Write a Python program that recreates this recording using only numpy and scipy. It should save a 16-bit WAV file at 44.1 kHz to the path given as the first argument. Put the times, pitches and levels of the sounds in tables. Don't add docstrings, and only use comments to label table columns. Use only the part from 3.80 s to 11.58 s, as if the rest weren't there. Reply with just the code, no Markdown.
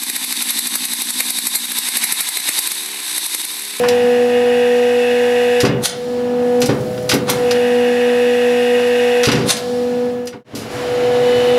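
import sys
import numpy as np
from scipy import signal
from scipy.fft import rfft, irfft, next_fast_len
from scipy.io import wavfile
from scipy.ndimage import uniform_filter1d, minimum_filter1d, map_coordinates

SR = 44100
rng = np.random.default_rng(int(sys.argv[2]) if len(sys.argv) > 2 else 0)


def to_wav(sig):
    pcm = np.clip(np.atleast_2d(sig), -1, 1) * 32767
    pcm = np.round(pcm).astype(np.int16)
    wavfile.write(sys.argv[1], SR, pcm.T)


N = 343098

MAIN_ORDER, STROKE_ORDER = 20, 10
IDLE_S = (2.83, 3.33)
FRONT_S = 6.642


# shaft order, level/dB re main tone
OVERTONES = [(24, -32), (26, -33), (28, -29), (30, -16.5), (32.1, -22), (36.2, -31), (38, -34), (40, -29),
             (51, -33), (60, -32), (70, -29)]
# shaft order, relative level/dB
IDLE_TONES = [(5, -3), (25, -1)]

def pump(shaft, waver_db=1.34, throb_db=0.67, mains_db=-33, rest_db=-23.5, front_db=-8, idle_db=-32):
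    def tone(order):
        return np.sqrt(2) * np.sin(order * shaft + rng.uniform(0, 2 * np.pi))

    def wavering(lines):
        return sum(amp(db + waver_db * wobble(7)) * tone(order) for order, db in lines)

    working = stroke_gain(DOWN, "hum") + stroke_gain(UP, "hum", release_s=0.066)
    hum_gain = np.hypot(amp(rest_db + front_db * in_front()), working)
    drone_gain = stroke_gain(DOWN, "drone", lag=2.9, db_per_s=-3)
    drone_gain += stroke_gain(UP, "drone", lag=1.38, release_s=0.077)
    idle_gain = amp(idle_db) * gate(*IDLE_S, attack_s=0.29, release_s=0.05)
    mains = amp(mains_db) * np.sqrt(2) * np.sin(2 * np.pi * 100 * clock())
    hum = amp(throb_db * wobble(16)) * tone(MAIN_ORDER) + wavering(OVERTONES) + mains
    drone = amp(throb_db * wobble(16)) * tone(STROKE_ORDER)
    return hum_gain * hum + drone_gain * drone + idle_gain * wavering(IDLE_TONES)


def shaft_angle(pump_hz=489.8, sag_hz=2.3, race_hz=9, front_hz=3):
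    load = loaded(attack_s=0.1993, release_s=0.299)
    idling = gate(*IDLE_S, attack_s=0.1503, release_s=0.35)
    main_hz = pump_hz - sag_hz * load + race_hz * idling + front_hz * in_front()
    return 2 * np.pi * np.cumsum(main_hz / MAIN_ORDER) / SR


# start/s, stop/s, base swell/s, base level/dB of hum, drone, wash, hiss, flow
DOWN = [(-.125, 1.8, 0.14, -13.5, -21.5, -44, -40.5, -30.5), (3.48, 5.432, 0.17, -14, -20, -41, -40, -29.5),
        (6.89, 7.8, 0.45, -12.5, -19.5, -37.5, -40.5, -31)]
UP = [(2.056, 2.82, 0.73, -14.5, -17, -41.5, -35.5, -42), (5.706, 6.47, 0.21, -20, -24, -47.5, -32, -48.5)]

def stroke_gain(strokes, layer, lag=1, db_per_s=0, release_s=0.051):
    column = ("hum", "drone", "wash", "hiss", "flow").index(layer)
    gain = np.zeros(N)
    for start, stop, swell_s, *levels_db in strokes:
        travel_s = np.clip(clock() - start, 0, stop - start)
        gain += amp(levels_db[column] + db_per_s * travel_s) * gate(start, stop, lag * swell_s, release_s)
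    return gain


def loaded(attack_s, release_s):
    return sum(gate(start, stop, attack_s, release_s) for start, stop, *_ in DOWN)


def surge(t60_s, ramp_s=0.03):
    return sum(decay(np.abs(clock() - start), t60_s) * gate(start, stop, ramp_s, ramp_s) / swell_s
               for start, stop, swell_s, *_ in DOWN)


# f/Hz, width/Hz, relative level/dB
PIPES_NEAR = [(1586, 83, -3.5), (1870, 145, 0.5), (2210, 69, -6), (2520, 103, -2), (2664, 170, -3),
              (2866, 70, 2), (3460, 300, -9)]
PIPES_FRONT = [(1710, 400, -24), (2020, 120, -3.5), (2620, 240, -5), (2950, 77, 1), (3670, 410, -8.5),
               (4158.3, 350, -13.5)]
# f/Hz, relative level/dB
WHINE_NEAR = [(1707, -34), (1835, -39), (1945, -39), (2175, -44), (2498, -46), (2643, -32.5), (2745, -40),
              (2885, -38)]
WHINE_FRONT = [(2024, -44), (2934, -48), (2982, -38), (3300, -59), (3510, -45)]

def oil_whir(shaft, pulsing=0.17, locked=1.05, whine_db=-6, waver_db=2.7, drift_rad=0.9):
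    flow = stroke_gain(DOWN, "flow", lag=1.7, db_per_s=2.5, release_s=0.24)
    flow += stroke_gain(UP, "flow", lag=1.2, release_s=0.06)
    one_turn = rng.standard_normal(1800)
    repeating = unit(np.interp(shaft / (2 * np.pi) % 1, np.linspace(0, 1, len(one_turn)), one_turn))
    jet = (rng.standard_normal(N) + locked * repeating) * (1 + pulsing * np.sin(STROKE_ORDER * shaft))

    def pipes(modes, tones):
        def response(f):
            peaks = (amp(db) / (1 + ((f - hz) / width) ** 2) for hz, width, db in modes)
            return np.sqrt(sum(peak ** 2 for peak in peaks))

        whine = np.zeros(N)
        for hz, db in tones:
            gain = amp(db + waver_db * wobble(9))
            whine += gain * np.sin(2 * np.pi * hz * clock() + drift_rad * wobble(14))
        return unit(filtered(jet, response)) + amp(whine_db) * unit(whine)

    flow *= amp(0.8 * wobble(14))
    return flow * np.where(in_front(), pipes(PIPES_FRONT, WHINE_FRONT), pipes(PIPES_NEAR, WHINE_NEAR))


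# t/s, level/dB, t60/s, tilt/(dB/oct)
CLACKS = [(.035, -16, 0.14, -11.5), (0.0845, -10.5, 0.051, 0.5), (1.8022, -14.5, 0.12, 2),
          (1.849, -13.5, 0.12, -3.5), (2.803, -24, .049, 18), (2.816, -13.5, 0.12, 0.5),
          (2.857, -19.5, 0.1, 5.5), (2.89, -20, 0.17, -7), (3.0076, -36.5, 0.055, 5),
          (3.177, -25.5, .036, -5.5), (3.2271, -36, .04, 9), (3.2912, -11.5, 0.19, 1.5),
          (3.315, -11.5, 0.12, -3.5), (3.338, -18, .072, 12), (3.497, -10, 0.062, 16),
          (3.709, -13.5, 0.072, -.5), (5.4324, -13, .14, -1), (5.453, -14.5, .14, 0),
          (5.4857, -10, .11, -5), (5.5154, -11, 0.11, -2), (5.55, -22.5, 0.52, -4),
          (5.765, -18.5, .15, 2.5), (6.455, -30, .05, 12), (6.471, -17, 0.087, 2.5),
          (6.527, -23.5, 0.23, -8.5), (6.7497, -19.5, 0.29, 4)]
# f/Hz, relative level/dB
CLACK_SPECTRUM = [(150, -36.5), (700, -15), (1400, -6.5), (2200, -2.5), (4000, -4.5), (5200, -3.5),
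                  (6500, -10), (9000, -14.5), (11500, -14.5), (13000, -20), (15700, -35)]
# f/Hz, relative level/dB, t60/s before contact damping
VALVE_MODES = [(1459, -4, 0.084), (2850, -1.5, .1), (5130, -14, .15), (4970, -1, 0.07), (5860, 1, 0.076)]

def valve_clacks(attack_s=0.0015, ring_db=-4):
    out, t = np.zeros(N), np.arange(SR // 3) / SR
    for start, db, t60_s, tilt_db in CLACKS:
        modes = [(hz, level + tilt_db * np.log2(hz), ring_s) for hz, level, ring_s in VALVE_MODES]
        body = noise(CLACK_SPECTRUM, len(t), tilt_db) + amp(ring_db) * ring(modes, t)
        add(out, start, amp(db) * decay(t, t60_s) * (1 - np.exp(-t / attack_s)) * body)
    return out


# t/s, level/dB, swell/s, scrape t60/s, tilt/(dB/oct)
CLASHES = [(2.056, -0.5, 0.0077, 0.072, 4.5), (3.498, -13.5, 0.011, 0.16, -2),
           (5.706, -2, 0.011, 0.083, 2.5)]
# f/Hz, relative level/dB
SCRAPE_SPECTRUM = [(350, -32.5), (600, 2), (980, -1), (1170, -2), (2160, -3), (3030, -7.5), (3290, -1),
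                   (4210, -1), (4630, -7.5), (6160, -6.5), (7250, -12.5), (9920, -8.5), (14100, -26.5),
                   (15600, -41)]
# f/Hz, relative level/dB, t60/s
LINKAGE_MODES = [(3500, -8, .18), (3950, -13, .2), (4240, -9.5, .22), (5100, -5, .22), (6140, 0, .18),
                 (6800, 0, 0.19), (8250, 1, .16), (9600, 3, .17), (10200, -5, 0.15)]

def linkage_clashes(ring_db=-11, chatter_db=2):
    out, t = np.zeros(N), np.arange(-SR // 10, SR // 2) / SR
    after_s = np.maximum(t, 0)
    for impact_s, db, swell_s, t60_s, tilt_db in CLASHES:
        chatter = amp(chatter_db * unit(uniform_filter1d(rng.standard_normal(len(t)), size=60)))
        scrape = unit(chatter * noise(SCRAPE_SPECTRUM, len(t), tilt_db)) * decay(after_s, t60_s)
        rattle = unit(uniform_filter1d(rng.standard_normal(len(t)), size=110))
        ringing = amp(ring_db) * rattle * ring(LINKAGE_MODES, after_s)
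        swell = np.exp(np.minimum(t, 0) / swell_s)
        add(out, impact_s + t[0], amp(db) * swell * (scrape + ringing))
    return out


# t/s, level/dB, loss per return/dB
SHOCKS = [(1.833, -3.5, 6), (2.828, -15, 8), (2.887, -7, 7.5), (3.331, -6, 13), (3.498, -18, 4),
          (5.473, -4.5, 3), (6.54, -10.5, 12), (6.736, -10, 30)]
# f/Hz, relative level/dB
SHUDDER_SPECTRUM = [(30, -50), (65, -24), (95, -5.5), (135, -4), (225, 1), (330, -9), (410, -1),
                    (600, -8.5), (2000, -25.5), (5000, -74)]
# f/Hz, relative level/dB, t60/s before the thud envelope
FRAME_MODES = [(133.5, 3.5, 0.37), (180, -3, 0.3), (223.3, 1.5, 0.26), (278, -2.5, 0.29),
               (389.6, -4.5, 0.35)]

def frame_thuds(attack_s=0.0027, t60_s=0.29, return_s=0.056, shudder_db=-7, passes=4):
    out, t = np.zeros(N), np.arange(SR // 2) / SR
    envelope = decay(t, t60_s) * (1 - np.exp(-t / attack_s))
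    for start, db, loss_db in SHOCKS:
        for k in range(passes):
            body = amp(shudder_db) * noise(SHUDDER_SPECTRUM, len(t)) + ring(FRAME_MODES, t)
            add(out, start + k * return_s, amp(db - k * loss_db) * envelope * body)
    return out


# f/Hz, relative level/dB
RUMBLE_NEAR = [(25, -27), (65, -13.5), (100, -4), (135, -5), (220, 0.5), (300, -6.5), (500, -6.5),
               (1000, -42)]
RUMBLE_FRONT = [(25, -18), (70, -5), (135, 4.5), (195, -11), (320, -2.5), (500, -9.5), (1000, -45)]

def panel_rumble(rest_db=-32, idle_db=4, ducked_db=-11, front_db=-31, swell_db=-39):
    gain_shift_db = idle_db * gate(*IDLE_S, attack_s=0.075, release_s=0.42)
    gain_shift_db += ducked_db * loaded(attack_s=1.28, release_s=0.06)
    near = np.hypot(amp(rest_db + gain_shift_db), amp(swell_db) * surge(t60_s=1.4)) * noise(RUMBLE_NEAR)
    return np.where(in_front(), amp(front_db) * noise(RUMBLE_FRONT), near)


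# f/Hz, relative level/dB
FAN_SPECTRUM = [(100, -18), (250, -1), (450, 0.5), (680, 2.5), (850, -4), (1250, -5), (1700, -7),
                (2200, -8.5), (3200, -12), (4500, -17.5), (7000, -24.5), (15700, -75)]

def fan_wash(rest_db=-37, front_db=9, press_db=8, lift_db=6):
    pressing = amp(press_db) * stroke_gain(DOWN, "wash", lag=0.22, release_s=0.1)
    lifting = amp(lift_db) * stroke_gain(UP, "wash", lag=0.88, release_s=0.094)
    gain = np.hypot(amp(rest_db + front_db * in_front()), pressing)
    flutter = amp(0.45 * wobble(24))
    return flutter * (gain * noise(FAN_SPECTRUM) + lifting * noise(FAN_SPECTRUM, tilt_db=-2))


# f/Hz, relative level/dB
HISS_SPECTRUM = [(1500, -20), (3500, 2), (5000, 3), (6500, -2.5), (9000, -4.5), (10800, -3.5),
                 (12300, -7.5), (14000, -13.5), (15700, -20)]

def oil_hiss(rest_db=-55, idle_db=-47, front_db=-49, spurt_db=-49):
    idling = gate(IDLE_S[0] - 0.3, IDLE_S[1], attack_s=0.18, release_s=0.2)
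    steady = amp(rest_db) + amp(idle_db) * idling + amp(front_db) * in_front()
    flowing = stroke_gain(DOWN, "hiss", lag=1.6, db_per_s=2, release_s=0.1)
    bleeding = stroke_gain(UP, "hiss", lag=0.05, db_per_s=-26.5)
    gain = np.hypot(steady + amp(spurt_db) * surge(t60_s=1.36), flowing)
    return gain * noise(HISS_SPECTRUM) + bleeding * noise(HISS_SPECTRUM, tilt_db=-4)


# f/Hz, t60/s
WORKSHOP_T60 = [(150, 0.74), (1500, 0.44), (5000, 0.22), (14000, 0.11)]

def workshop_echo(x):
    hz, t, spectra = signal.stft(rng.standard_normal(SR), SR, nperseg=256)
    _, tail = signal.istft(spectra * decay(t, along(WORKSHOP_T60, hz)[:, None]), SR, nperseg=256)
    return signal.fftconvolve(x, tail / np.linalg.norm(tail))[:N]


def steel_walls(x, wet=0.54, t60_s=0.13, corner_hz=3000):
    t = np.arange(SR // 8) / SR
    echoes = rng.standard_normal(len(t)) * decay(t, t60_s)
    treble = filtered(echoes / np.linalg.norm(echoes), lambda hz: hz ** 4 / (hz ** 4 + corner_hz ** 4))
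    return x + wet * signal.fftconvolve(x, treble)[:N]


def limiter(x, ceiling_db=-0.3, release_s=0.094, window=700):
    over_db = np.maximum(20 * np.log10(np.abs(x) + 1e-9) - ceiling_db, 1e-6)
    held_db = -minimum_filter1d(-over_db, window)
    age = clock() / release_s
    duck_db = np.exp(np.maximum.accumulate(np.log(held_db) + age) - age)
    return x * amp(-uniform_filter1d(duck_db, window))


def amp(db):
    return 10 ** (np.asarray(db) / 20)


def decay(t, t60_s):
    return amp(-60 * t / t60_s)


def unit(x):
    return x / np.sqrt(np.mean(x ** 2) + 1e-20)


def clock():
    return np.arange(N) / SR


def in_front():
    return clock() > FRONT_S


def gate(start, stop, attack_s, release_s):
    t = clock()
    return np.clip((t - start) / attack_s, 0, 1) * np.clip(1 - (t - stop) / release_s, 0, 1)


def along(points, hz):
    f, values = np.transpose(points)
    return np.interp(np.log(hz + 1), np.log(f + 1), values)


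def wobble(knots_per_s):
    knots = rng.standard_normal(int(N * knots_per_s / SR) + 4)
    return map_coordinates(knots, [clock() * knots_per_s])


def filtered(x, response):
    size = next_fast_len(len(x) + 4096)
    return irfft(rfft(x, size) * response(np.fft.rfftfreq(size, 1 / SR)), size)[:len(x)]


def noise(spectrum, size=N, tilt_db=0):
    def response(hz):
        return amp(along(spectrum, hz) + tilt_db * np.log2(np.maximum(hz, 1000) / 1000))

    return unit(filtered(rng.standard_normal(size), response))


def ring(modes, t):
    hz, db, t60_s = np.transpose(modes)[:, :, None]
    gain = amp(db + rng.normal(0, 2, db.shape))
    partials = gain * decay(t, t60_s) * np.sin(2 * np.pi * hz * t)
    return np.sum(partials, 0) / np.sqrt(np.sum(gain ** 2) / 2)


def add(track, start_s, sound):
    start = max(round(start_s * SR), 0)
    track[start:start + len(sound)] += sound[:N - start]


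def scene(echo_db=-7.5):
    shaft = shaft_angle()
    blows = valve_clacks() + linkage_clashes() + frame_thuds()
    hydraulics = pump(shaft) + oil_whir(shaft)
    background = panel_rumble() + fan_wash() + oil_hiss() + amp(echo_db) * workshop_echo(blows)
    return (hydraulics + blows + steel_walls(background))[None]


def record(dry, low_cut_hz=48, top_hz=15750, fade_out_s=0.38, fade_in_s=0.32):
    limited, t = limiter(dry[0]), clock()
    rounded = limited / (1 + np.abs(limited / 0.95) ** 8) ** (1 / 8)
    ramps = np.maximum((FRONT_S - t) / fade_out_s, (t - FRONT_S) / fade_in_s)
    faded = rounded * np.minimum(ramps, 1) ** 1.105
    return filtered(faded, lambda hz: (hz / np.hypot(hz, low_cut_hz)) ** 2 * (hz < top_hz))[None]


dry = scene()
out = record(dry)
to_wav(out)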